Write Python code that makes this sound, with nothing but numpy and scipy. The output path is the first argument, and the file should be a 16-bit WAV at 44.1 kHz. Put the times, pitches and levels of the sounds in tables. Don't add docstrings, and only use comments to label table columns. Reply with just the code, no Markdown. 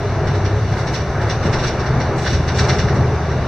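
import sys
import numpy as np
from scipy import signal
from scipy.fft import rfft, irfft, next_fast_len
from scipy.io import wavfile
from scipy.ndimage import uniform_filter1d, map_coordinates

SR = 44100
rng = np.random.default_rng(int(sys.argv[2]) if len(sys.argv) > 2 else 0)


def to_wav(s):
    ch = np.atleast_2d(s).T
    pcm = np.round(np.clip(ch, -1, 1) * 32767)
    wavfile.write(sys.argv[1], SR, pcm.astype(np.int16))


def magnitude_from_level(level_db):
    exponent = np.asarray(level_db, float) / 20
    return 10 ** exponent


N = 153027


def unit(x):
    return x / np.sqrt(np.mean(x ** 2) + 1e-20)


def along(points, hz):
    f, v = np.transpose(points)
    return np.interp(np.log(hz + 1), np.log(f + 1), v)


def curves(rows):
    s, *cols = np.transpose(rows)
    return [np.interp(np.arange(N) / SR, s, c) for c in cols]


def wobble(rate):
    return map_coordinates(rng.standard_normal(400), [np.arange(N) * rate / SR])


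def filtered(x, response):
    m = next_fast_len(N + SR // 2)
    return irfft(rfft(x, m) * response(np.fft.rfftfreq(m, 1 / SR)), m)[..., :N]


def ring(x, hz, width, db):
    def mode(f):
        return 1j * f * width / (hz * hz - f * f + 1j * f * width)
    return magnitude_from_level(db) * unit(filtered(x, lambda f: mode(f) ** 2))


def ports(pair, spectrum):
    # frequency in Hz, side level over mid in dB.
    side_db = [(30, -14), (100, -24), (280, -26), (760, -19), (2100, -10.5), (3500, -5.5), (5800, -2.5),
               (8500, 1)]
    mid, side = filtered(pair, lambda hz: magnitude_from_level(along(spectrum, hz)) * [1 + 0 * hz, magnitude_from_level(along(side_db, hz))])
    return np.array([mid + side, mid - side]) / np.sqrt(np.mean(mid ** 2))


def rush(spectrum, patchy_db):
    z = signal.stft(rng.standard_normal((2, N)), nperseg=512)[2]
    field = uniform_filter1d(rng.standard_normal(z.shape[1:]), size=5, axis=0)
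    field = uniform_filter1d(field, size=12, axis=1)
    noise = signal.istft(z * magnitude_from_level(patchy_db * unit(field)), nperseg=512)[1][:, :N]
    return ports(noise, spectrum)


def vents():
    # frequency in Hz, level in dB.
    hiss_spectrum = [(1300, -55), (2200, 0), (2900, 1.5), (4500, -2), (5700, -3), (6250, -2.5), (6650, -28),
                     (8000, -78)]
    air_spectrum = [(5500, -45), (6400, -22), (6800, -1.5), (7900, -3), (8300, -5), (10000, -14),
                    (15700, -20), (16500, -60)]
    # frequency in Hz, width in Hz, level in dB.
    duct_mode = (411, 28, -36)
    # time in seconds, level in dB.
    duct_levels = [(0, -18), (.45, -24.5), (.75, -29.5), (1.2, -28), (1.6, -35.5), (2.0, -23), (2.4, -26),
                   (3.0, -20.5), (3.47, -26)]
    hum_db, = curves(duct_levels)
    air = magnitude_from_level(-62) * rush(air_spectrum, patchy_db=1.2)
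    hiss = magnitude_from_level(-40 + 0.55 * wobble(8.67)) * rush(hiss_spectrum, patchy_db=1.5)
    hum = magnitude_from_level(hum_db - hum_db.mean() + wobble(4.5)) * ring(rng.standard_normal(N), *duct_mode)
    return hiss + air + hum


def squeak():
    # start in seconds, length in seconds, frequency in Hz, level in dB.
    whistle = (3.12, .24, 1145, -35)
    s, length, hz, db = whistle
    u = np.clip((np.arange(N) / SR - s) / length, 0, 1)
    swell = np.sqrt(np.abs(np.sin(np.pi * u)))
    phase = 2 * np.pi * np.cumsum(hz + 12 * np.exp(-u / 0.35)) / SR
    return magnitude_from_level(db + 1.5 * wobble(5.6)) * swell * np.sin(phase)


def road():
    # time in seconds, level in dB.
    roar_levels = [(0.0, -25.5), (1.03, -25), (1.6, -23.5), (2.56, -24), (2.73, -22.5), (3.3, -25),
                   (3.47, -23.5)]
    # frequency in Hz, level in dB.
    rumble_spectrum = [(20, -9), (27, -30), (42, -13), (60, -4.5), (113, -3.5), (140, -1.5), (172, -7.5),
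                       (280, -12.5), (400, -113)]
    roar_spectrum = [(160, -55), (270, -22.5), (325, -2.5), (407, -2.5), (455, -6), (692, -5.5), (923, -10),
                     (1640, -14), (2500, -24), (3250, -44), (5500, -120)]
    thud_spectrum = [(20, -20), (28, -4), (42, -7), (100, 7.5), (200, -2), (370, -9.5), (650, -15),
                     (1500, -67)]
    # time in seconds, level in dB.
    bumps = [(.3, -24.5), (1.47, -20), (1.57, -23), (1.97, -20), (2.12, -23), (2.35, -19), (2.6, -24.5),
             (2.85, -19.5), (2.99, -18.5), (3.42, -30)]
    # time in seconds, level in dB, frequency in Hz.
    body_booms = [(.3, -18, 136), (.85, -26, 134.2), (1.12, -27.5, 138), (1.47, -20.5, 94.8),
                  (1.56, -28, 27), (1.57, -21, 132), (1.93, -17, 133), (1.98, -30, 59.7), (2.4, -24, 58),
                  (2.4, -31, 28), (3.05, -35, 29), (3.38, -22.5, 73.4)]
    bump_s, boom_s = 0.053, 0.097
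    roar_db, = curves(roar_levels)
    t = np.arange(N) / SR
    thud = sum(magnitude_from_level(db) * np.exp(-((t - s) / bump_s) ** 2) for s, db in bumps)
    rumble_db = -24 + 1.2 * (roar_db - roar_db.mean()) + 0.21 * wobble(4.9)
    rumble = magnitude_from_level(rumble_db) * rush(rumble_spectrum, patchy_db=0.5)
    heave = 0
    for s, db, hz in body_booms:
        heave = heave + magnitude_from_level(db) * np.exp(-((t - s) / boom_s) ** 2) * np.sin(2 * np.pi * hz * t)
    roar = magnitude_from_level(roar_db + 0.42 + 1.03 * wobble(8.9)) * rush(roar_spectrum, patchy_db=-0.23)
    return heave + rumble + roar + thud * rush(thud_spectrum, patchy_db=-2.0)


def rattles():
    # time in seconds, peak level in dB, then fizz, knock and
    # sizzle, each in dB over the peak.
    early_shakes = [(0.0904, -40, -28, -2, -37), (0.2696, -24, -29.5, 1, -39),
                    (0.3424, -28.5, -28, 3, -37.5), (0.4476, -23.5, -32, -0.5, -42),
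                    (0.6204, -44, -30, -2, -39), (0.6844, -35, -26, -4, -35), (0.7193, -28.5, -29, 2, -34),
                    (0.7684, -27, -25, 6.5, -32), (0.7884, -25.5, -25.5, 1, -35.5),
                    (0.869, -21.5, -30, -5, -41), (0.9348, -22, -26, -0.5, -36),
                    (0.9464, -18, -31, -3, -40), (0.998, -32, -31, 3, -39), (1.1874, -40, -27, 0, -30),
                    (1.2151, -27.5, -25, 6, -31), (1.2953, -16.5, -31, -2.5, -42),
                    (1.4244, -26, -30, -1.5, -37), (1.4525, -22.5, -26, 0, -37),
                    (1.527, -17, -28.5, 0.5, -45), (1.587, -20, -31, -7.5, -42),
                    (1.6317, -16.5, -32, 0.5, -42.5), (1.6674, -16.5, -28, -5, -40),
                    (1.7924, -24.5, -33.5, -3, -43), (1.8584, -25.5, -33, 0, -40),
                    (2.0009, -23.5, -32, 6, -43.5)]
    late_shakes = [(2.179, -25, -19.5, -0.5, -34), (2.2184, -26.5, -20, -3, -32),
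                   (2.2384, -22, -27.5, 0.5, -45), (2.26, -14.5, -30.5, 0.5, -43),
                   (2.299, -20.5, -25.5, -7, -35), (2.3288, -17, -27, -3.5, -41),
                   (2.3684, -37, -28, 0, -41), (2.4284, -31, -31, -11, -43), (2.4783, -18, -31, -2, -50),
                   (2.5434, -23.5, -30, -5, -41), (2.5594, -22, -25.5, -15.5, -40),
                   (2.585, -12, -25, 0, -45), (2.6354, -22, -29, -8.5, -41),
                   (2.6863, -12.5, -28.5, 0.5, -45), (2.7295, -21.5, -26, -11, -44),
                   (2.7843, -15, -30, -2.5, -45), (2.8284, -28.5, -30, 3, -44), (2.8794, -24, -33, 4, -41),
                   (2.9494, -29.5, -23, 1, -37.5), (3.1394, -33, -27, -1, -40),
                   (3.2784, -36.5, -31, 1, -41), (3.3114, -32.5, -29, 7, -39)]
    # frequency in Hz, level in dB.
    panel_spectrum = [(1200, -90), (1700, -28), (2300, 1.5), (3000, 1.5), (4600, -1), (5600, 2),
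                      (6250, -3.5), (6750, -32), (8000, -100)]
    knock_spectrum = [(350, -80), (600, -23), (1000, 0.5), (1500, 9.5), (2100, 4), (2700, -28),
                      (4000, -100)]
    fizz_spectrum = [(4500, -100), (5800, -35.5), (6500, 9), (6900, 0.5), (7900, 1.5), (8400, -3.5),
                     (9500, -12.5), (10500, -30), (12500, -90)]
    sizzle_spectrum = [(6500, -90), (8500, -25), (9800, 0), (12000, -4), (14500, -10), (16000, -16)]
    # frequency in Hz, width in Hz, level in dB.
    panel_modes = [(1560, 60, -3), (1775, 50, -3), (2057, 50, -2), (2354, 45, -1), (2832, 35, -1),
                   (3511, 40, -3), (3820, 40, -3), (4027, 45, -2), (4418, 55, -2), (5412, 30, 1),
                   (5610, 35, -1), (5824, 35, -1), (7850, 120, 0)]
    rise_s, hold_s, fall_s, fizz_spread_s = .005, .016, .013, 0.016
    taps_per_s, tap_spread_db = 2000, 3.5
    wet_db, t60_s = -2, .3
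    lean_db = -0.7

    s, db, fizz_db, knock_db, sizzle_db = np.transpose(early_shakes + late_shakes)
    t = np.arange(N) / SR
    coarse = t[::16]
    u = coarse - s[:, None]
    attack = (u > -rise_s) * np.minimum(u / rise_s / 2 + .5, 1) ** 2
    shape = attack * np.exp(-np.maximum(u - hold_s, 0) / fall_s * 2)
    soft = np.exp(-((u - hold_s / 2) / fizz_spread_s) ** 2)

    draw = rng.random((2, N))
    taps = (draw[0] < taps_per_s / SR) * magnitude_from_level(-tap_spread_db * np.log(draw[1] + 1 / 20))
    grain = unit(.5 + uniform_filter1d(unit(taps), size=24))
    fade = magnitude_from_level(-60 * coarse / t60_s) ** 2
    layers = [(-10.5, shape, panel_spectrum),
              (knock_db - 10.5, shape, knock_spectrum),
              (fizz_db - 4, soft, fizz_spectrum),
              (sizzle_db - 4, soft, sizzle_spectrum)]
    out = 0
    for level_db, form, colour in layers:
        power = magnitude_from_level(db + level_db) ** 2 @ form
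        echo = magnitude_from_level(wet_db) ** 2 * np.abs(signal.fftconvolve(power, fade / fade.sum())[:len(power)])
        direct = np.interp(t, coarse, np.sqrt(power))
        tail = np.interp(t, coarse, np.sqrt(echo))
        shake = np.hypot(direct * grain, tail) * rng.standard_normal((2, N))
        out = out + ports(shake, colour) * np.sqrt(np.mean(direct ** 2))

    def modes(f):
        return 1 + sum(magnitude_from_level(g) * 1j * f * w / (c * c - f * f + 1j * f * w) for c, w, g in panel_modes)
    return filtered(out, modes) * magnitude_from_level([[lean_db], [-lean_db]])


def engine():
    # time in seconds, firing rate in Hz.
    speed = [(0, 30.8), (.3, 31.7), (.75, 33.4), (1.05, 34.2), (1.5, 35.6), (1.8, 37.3), (2.1, 38.8),
             (2.4, 40.2), (2.7, 41.3), (2.85, 41.7), (3.05, 41), (3.47, 38.6)]
    # time in seconds, level in dB.
    effort = [(0, -30.5), (.2, -27), (.45, -22.5), (.75, -21), (.92, -34), (1.3, -29), (1.7, -32.5),
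              (2.05, -30), (2.4, -26), (2.7, -23.5), (3.0, -22.5), (3.25, -31), (3.47, -28.5)]
    # order in cycles per turn, level in dB, share of the effort swing (ratio).
    orders = [(5, -8, .3), (6, -1, .5), (7, -9, .4), (8, -12, .15), (9, 1, .95), (10, -2, .4),
              (12, -3.5, 0), (14, -9, .4), (15, -15, .4)]
    # frequency in Hz, gain in dB.
    cabin_gain = [(62, -4.5), (83, 4), (98, 1), (110, 2.5), (124, 1), (138, 0), (153, -2), (190, -0.5)]
    waver_db, jitter = 2.2, .004
    (firing_hz,), (effort_db,) = curves(speed), curves(effort)
    mean_db = effort_db.mean()
    out = np.zeros(N)
    for order, db, share in orders:
        hz = firing_hz / 3 * order * (1 + jitter * wobble(6))
        level_db = db + mean_db + share * (effort_db - mean_db)
        level_db = level_db + along(cabin_gain, hz) + waver_db * wobble(7.2)
        turns = np.cumsum(hz) / SR + rng.random()
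        out += np.sqrt(2) * magnitude_from_level(level_db) * np.sin(2 * np.pi * turns)
    return out


def scene():
    left_db = 0.3
    return (vents() + squeak() + road() + rattles() + engine()) * magnitude_from_level([[left_db], [-left_db]])


def roll_off(x):
    return signal.sosfilt(signal.butter(12, 15790, fs=SR, output="sos"), x)


def record(dry):
    # centre in Hz, width in Hz.
    notches = [(2500, 110), (3188, 330), (5000, 270)]

    def notch(f):
        return np.prod([(c * c - f * f) / (c * c - f * f + 1j * f * w) for c, w in notches], axis=0)
    return roll_off(filtered(dry, notch))


dry = scene()
out = record(dry)
to_wav(out)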